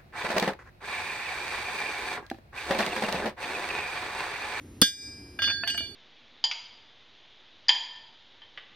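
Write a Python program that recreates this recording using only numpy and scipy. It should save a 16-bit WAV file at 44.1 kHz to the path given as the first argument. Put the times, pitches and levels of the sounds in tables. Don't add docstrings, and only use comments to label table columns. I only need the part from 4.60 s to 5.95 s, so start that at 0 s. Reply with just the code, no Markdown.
import sys
import numpy as np
from scipy import signal
from scipy.fft import rfft, irfft
from scipy.io import wavfile
from scipy.ndimage import uniform_filter1d

SR = 44100
rng = np.random.default_rng(int(sys.argv[2]) if len(sys.argv) > 2 else 0)


def dump(signal):
    limited = np.clip(np.atleast_2d(signal).T, -1, 1)
    pcm = np.round(limited * 32767).astype(np.int16)
    wavfile.write(sys.argv[1], SR, pcm)


N = 59535
T = np.arange(N) / SR

# (frequency [Hz], relative density [dB per Hz])
AIR_SPECTRUM = [(12, -46), (20, -33.5), (81, 3.5), (155, -10.5), (296, -2), (564, -22), (1300, -29.5),
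                (2000, -28.5), (3160, -34), (5720, -34.5), (6730, -43), (7290, -91.5), (9290, -33),
                (12500, -40.5), (16200, -92), (22000, -120)]
AIR_SIDE_SPECTRUM = [(18, -126), (30, -49.5), (871, 3), (1840, -22), (2370, -3.5), (4400, -12), (5410, -38),
                     (5990, -3), (7550, -5), (9280, -8), (10000, -57), (12600, -1.5), (14000, -19)]
AIR_DB, AIR_SIDE_DB = -48.5, -64.5
# (time [s], relative level [dB])
RUMBLE_SWELL = [(0, 0), (.4, -2), (.7, -2), (.8, 0.5), (.88, 4), (.96, 1), (1.1, -3), (1.2, 1), (1.35, -3)]
RUMBLE_TOP_HZ = 350

# (frequency before the pitch factor [Hz], relative level [dB], t60 [s])
HANDLE_MODES = [(234, -14.5, 0.056), (679, -9.5, 0.14), (851, -10.5, 0.042), (1434, -0.5, 0.04),
                (1725, -0.5, 0.099), (2456, -7, 0.064), (2588, 0, 0.034)]
# (time [s], level [dB], tilt [dB per octave], pitch factor [ratio])
KNOCKS = [(0.7894, -33, 3.5, 0.94), (0.82, -35, 3.5, 0.79), (0.84, -36, 6, 0.99), (.874, -35.5, 2.5, 0.85),
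          (.885, -34, 8, .96), (0.899, -33.5, 7.5, .96), (0.91, -35.5, 2, 1.03), (1.035, -26, 1, 1.01),
          (1.069, -37, 0.5, 1.18), (1.078, -39.5, 1, 1.05), (1.099, -43.5, 18, 1.001),
          (1.144, -37, -4, 1.016), (1.178, -40, 7, 0.9), (1.206, -43, -7, 0.98)]
CLUNK_BAND_HZ, CLUNK_DB, CLUNK_T60_S = (614, 3130), -4, 0.048

# (time [s], damping [0-1], 6 anvil levels at ANVIL_KNOTS_HZ [dB], 3 head levels at HEAD_KNOTS_HZ [dB],
#  tick level [dB])
CONTACTS = [(0.2171, 0.89, -23, -31.5, -18.5, -20, -18, -26.5, -37.5, -30, -23, -30.5),
            (.790, .01, -29.5, -40, -44, -40, -38.5, -52, -70, -55, -60, -53),
            (.820, 0.0082, -27, -28.5, -28.5, -29, -29, -33.5, -44, -42, -48.5, -49),
            (0.842, 0.0086, -29, -31.5, -27.5, -26.5, -25, -37, -58, -40.5, -49.5, -56),
            (0.875, 0.00333, -29.5, -30.5, -41, -28, -27.5, -37, -37.5, -61.5, -62, -62),
            (0.899, 0.0042, -28, -41.5, -33, -29.5, -26, -35.5, -54, -53, -57, -61),
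            (1.036, 0.32, -44, -44, -53, -57, -31.5, -56, -60.5, -67, -69, -65),
            (1.075, 0.126, -32.5, -33, -25, -33.5, -25.5, -38, -40, -47, -37, -37.5),
            (1.1, 0.56, -37, -31, -33, -49.5, -28.5, -36.5, -51, -54, -35, -44),
            (1.146, .3, -43, -37.5, -59.5, -62.5, -35.5, -42, -54, -75, -38.5, -63),
            (1.176, 0.06, -54, -29.5, -32.5, -38.5, -31, -43.5, -40, -59, -43.5, -38),
            (1.255, 0.11, -56, -47.5, -43, -45.5, -38.5, -52.5, -57.5, -72, -52.5, -77)]
ANVIL_KNOTS_HZ = [1613, 2930, 3233, 3495, 4492, 4811]
HEAD_KNOTS_HZ = [2353, 5063, 7647]
# (frequency [Hz], relative level [dB], free t60 [s], damped t60 [s],
#               left-right level [dB], left phase lead [rad])
ANVIL_MODES = [(1610, -3, 1.0, 0.28, -1.22, 0.27), (1832, -20, 0.66, 0.44, -1.5, 0.6),
               (2019, -16.5, 0.32, 0.58, -4, -1.7), (2867, -5, .14, 0.23, 0, 0.97),
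               (2923, 1, 0.293, 0.29, -1, 1.62), (3237, -7.5, 0.21, .25, 0, 1.33),
               (3496, 1, 0.426, 0.29, -1.5, 1.5), (4487, -3, 1, 0.17, -14.5, 1.4),
               (4823, -0.5, 0.19, 0.75, -2, 0.3), (5280, -20, 0.41, .3, -8, 1),
               (5787, -7.5, 0.27, 0.35, 2, 2.36), (6900, -9, 0.68, .15, 0.8, 3.5),
               (9080, -22, 0.43, 0.38, -1, 8)]
# (frequency [Hz], relative level [dB], t60 [s], left-right level [dB],
#                     left phase lead [rad])
HEAD_MODES = [(1625, -10, 1.217, -.8, 0.53), (2355, -4, 1.48, -1.5, 1), (3664.5, 3, 0.5505, 0.5, 1.66),
              (4490, -18.5, 0.84, -18, 12.33), (4806, -1.5, 0.94, 0, -0.54), (5054, -1, 1.07, 1.5, 0.33),
              (6174, -2.5, 0.63, .3, 4.3), (7640, -8, .7, -0.5, 3.5)]
# (frequency before the pitch factor [Hz], relative level [dB], t60 [s])
TICK_MODES = [(11440, 1, 0.057), (8700, -15, 0.01), (6440, -2, 0.022), (3200, 3, 0.01)]
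JOLT_DB = 9.5
MUTE_DB_PER_S = 900
SNAP_BAND_HZ, SNAP_DB, SNAP_T60_S = (1500, 12000), -1, 0.012
# (time [s], level [dB])
SPRAYS = [(.820, -54.5), (1.076, -68), (1.177, -61.5)]
SPRAY_T60_S = 0.66

BLOW_S = 0.2155
CLANG_BAND_HZ, CLANG_DB, CLANG_T60_S = (2640, 6350), -41, 0.42
# (frequency [Hz], relative density [dB per Hz])
CRACK_SPECTRUM = [(240, -49), (400, 9), (769, -33), (1650, -0.5), (2250, -19), (3430, -4.5), (4070, -22),
                  (4900, 1.5), (5910, -15), (6590, -47), (9420, -6), (15000, -25), (16500, -32)]
CRACK_SIDE_SPECTRUM = [(240, -53.5), (400, -30), (1670, -24), (2290, -24), (3220, -10.5), (3940, -16),
                       (4400, -7), (7820, -5), (10700, -13.5), (14300, -11), (16500, -40)]
CRACK_DB, CRACK_SIDE_DB = -17.5, -21.5
# (top frequency [Hz], lag [s], hold [s], t60 [s], relative level [dB])
CRACK_BANDS = [(2520, 0.0045, 0.0041, .03, 2.5), (6900, .0005, 0.01, 0.018, 2.),
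               (12700, 0.00034, 0.0012, 0.022, 6.5), (20000, 0.000098, 0.0047, .012, 8.5)]
SHIMMER_BAND_HZ, SHIMMER_DB, SHIMMER_T60_S = (8760, 12400), -16, 0.46
# (frequency before the pitch factor [Hz], level [dB], t60 [s])
PUNCH_MODES = [(8200, -50, 0.66), (8840, -58.5, .5), (8930, -60, .4), (9100, -44, .4), (10150, -50, 0.3),
               (10730, -44, .55), (10730, -48, 0.13), (10910, -45, 0.64), (11640, -45, .25),
               (12070, -41, 0.484), (13500, -50, 0.42), (9000, -12, 0.014), (14800, -24, .02)]
# (frequency before the pitch factor [Hz], level [dB], t60 [s])
THUD_MODES = [(205, -18, 0.071), (278, -13.5, 0.052), (519.7, -26, 0.035), (888, -24.5, 0.014),
              (1155, -23.5, 0.027)]
THUD_S = 0.2195

DUCK_OVER_DB, DUCK_S = -24.5, 0.24
DUCK_DB = 13
EDGE_HZ = 16950


def amp(db):
    return 10 ** (np.asarray(db) / 20)


def evened(x):
    return x / np.sqrt(np.mean(x ** 2) + 1e-20)


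def read(points, hz):
    f, value = np.transpose(points)
    return np.interp(np.log(hz + 1), np.log(f + 1), value)


def noise(spectrum, size, swell_db=lambda hz, t: 0 * t):
    hop = size // 4
    frames = N // hop + 5
    hz = np.fft.rfftfreq(size, 1 / SR)[:, None]
    t = np.arange(frames) * hop / SR
    real, imag = rng.standard_normal((frames, size // 2 + 1, 2)).T
    z = (real + 1j * imag) * amp(read(spectrum, hz) + swell_db(hz, t))
    return signal.istft(z, nperseg=size, noverlap=size - hop)[1][:N]


def puffs(rows, band_hz, t60, rise=0.0017):
    band = signal.butter(4, band_hz, "band", fs=SR, output="sos")
    grain = evened(signal.sosfilt(band, rng.standard_normal(N)))
    envelope = 0
    for s, db in rows:
        attack = np.clip((T - s) / rise, 0, 1)
        envelope = envelope + attack * amp(db - 60 * np.maximum(T - s, 0) / t60)
    return grain * envelope


def struck(s, db, modes, tilt_db=0., pitch=0.99):
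    t = np.maximum(T - s, 0)
    wave = 0
    for (hz, mode_db, t60), turn in zip(modes, rng.random(len(modes))):
        level = db + mode_db + tilt_db * np.log2(hz / 1500) - 60 * t / t60
        wave = wave + amp(level) * np.sin(2 * np.pi * (hz * pitch * t + turn))
    return wave * np.minimum(t / 0.00052, 1)


def ring(modes, knots_hz, levels, damped):
    starts = np.array([row[0] for row in CONTACTS])
    last = np.clip(np.searchsorted(starts, T) - 1, 0, None)
    age = np.maximum(T - starts[last], 0)
    begun = T > starts[0]
    turns = rng.uniform(-np.pi, np.pi, (len(starts), len(modes)))
    out = np.zeros((2, N))
    for k, (hz, db, t60, damped_t60, pan_db, lead) in enumerate(modes):
        level = np.array([np.interp(hz, knots_hz, row) for row in levels])
        rate = 60 * ((1 - damped) / t60 + damped / damped_t60)
        lift = np.diff(level, prepend=-99) + np.r_[0, rate[:-1] * np.diff(starts)]
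        phase = np.cumsum(turns[:, k] * np.clip(lift / JOLT_DB, 0, 1))
        fall = np.where(begun, db + level[last] - rate[last] * age, -200)
        fall = np.maximum.accumulate(fall + MUTE_DB_PER_S * T) - MUTE_DB_PER_S * T
        z = begun * amp(np.minimum(fall, 0)) * np.exp(1j * phase[last])
        z = uniform_filter1d(z.real, size=88) + 1j * uniform_filter1d(z.imag, size=88)
        z = z * np.exp(2j * np.pi * hz * T)
        pan = amp([pan_db / 2, -pan_db / 2])
        pan = pan / np.linalg.norm(pan)
        out += 2 * pan[:, None] * np.real([z * np.exp(1j * lead), z])
    return out


def air():
    def swell(hz, t):
        return np.interp(t, *np.transpose(RUMBLE_SWELL)) * (hz < RUMBLE_TOP_HZ)

    mid = amp(AIR_DB) * evened(noise(AIR_SPECTRUM, 2048, swell))
    side = amp(AIR_SIDE_DB) * evened(noise(AIR_SIDE_SPECTRUM, 2048, swell))
    return np.array([mid + side, mid - side])


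def handle():
    knocks = sum(struck(s, db, HANDLE_MODES, tilt_db, pitch) for s, db, tilt_db, pitch in KNOCKS)
    clunks = puffs([(row[0], row[1] + CLUNK_DB) for row in KNOCKS], CLUNK_BAND_HZ, CLUNK_T60_S)
    wood = knocks + clunks
    return wood + 0.081 * np.roll(wood, -2) * np.array([[1], [-1]])


def rough_steel():
    snaps = puffs([(row[0], row[11] + SNAP_DB) for row in CONTACTS], SNAP_BAND_HZ, SNAP_T60_S)
    sprays = puffs(SPRAYS, SHIMMER_BAND_HZ, SPRAY_T60_S)
    clang = puffs([(BLOW_S, CLANG_DB)], CLANG_BAND_HZ, CLANG_T60_S)
    rough = snaps + sprays + clang
    return np.array([np.roll(rough, shift=-4), rough])


def steel():
    rows = np.array(CONTACTS)
    damped = np.clip(rows[:, 1], 0, 1)
    ticks = sum(struck(row[0], row[11], TICK_MODES) for row in CONTACTS)
    head_modes = [(hz, db, t60, t60, pan_db, lead) for hz, db, t60, pan_db, lead in HEAD_MODES]
    anvil = ring(ANVIL_MODES, ANVIL_KNOTS_HZ, rows[:, 2:8], damped)
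    head = ring(head_modes, HEAD_KNOTS_HZ, rows[:, 8:11], 0 * damped)
    return anvil + head + ticks


def crack(spectrum, db):
    z = rfft(evened(noise(spectrum, 256)))
    hz = np.fft.rfftfreq(N, 1 / SR)
    age = np.maximum(T - BLOW_S, 0)
    shimmer_low_hz, shimmer_top_hz = SHIMMER_BAND_HZ
    shimmer = irfft(z * (hz > shimmer_low_hz) * (hz < shimmer_top_hz), N)
    out = shimmer * (age > 0) * amp(SHIMMER_DB - 60 * age / SHIMMER_T60_S)
    low_hz = 0
    for top_hz, lag, hold, t60, band_db in CRACK_BANDS:
        band = irfft(z * (hz >= low_hz) * (hz < top_hz), N)
        decay = amp(band_db - 60 * np.maximum(age - lag - hold, 0) / t60)
        out = out + band * (age > lag) * decay
        low_hz = top_hz
    return amp(db) * out


def blow():
    thud = struck(THUD_S, 0, THUD_MODES)
    punch = struck(BLOW_S, 0, PUNCH_MODES)
    mid = crack(CRACK_SPECTRUM, CRACK_DB) + thud
    side = crack(CRACK_SIDE_SPECTRUM, CRACK_SIDE_DB) - 0.051 * np.roll(thud, -20)
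    return np.array([mid + side + np.roll(punch, shift=-4), mid - side + punch])


def scene():
    return air() + handle() + rough_steel() + steel() + blow()


def record(dry):
    power_db = 10 * np.log10(uniform_filter1d((dry ** 2).mean(0), size=200) + 1e-12)
    over = np.maximum(power_db - DUCK_OVER_DB, 0)
    sag = np.sin(np.pi * np.linspace(0, 1, round(DUCK_S * SR))) ** 2
    depth_db = DUCK_DB * np.tanh(over.sum() / (0.05 * SR))
    course = signal.fftconvolve(over, sag)[:N] / (over.sum() + 1e-9)
    ducked = dry / amp(depth_db * course)
    low_pass = signal.firwin(511, EDGE_HZ, window=("kaiser", 9), fs=SR)
    return signal.oaconvolve(ducked, low_pass[None], "same")


dry = scene()
out = record(dry)
dump(out)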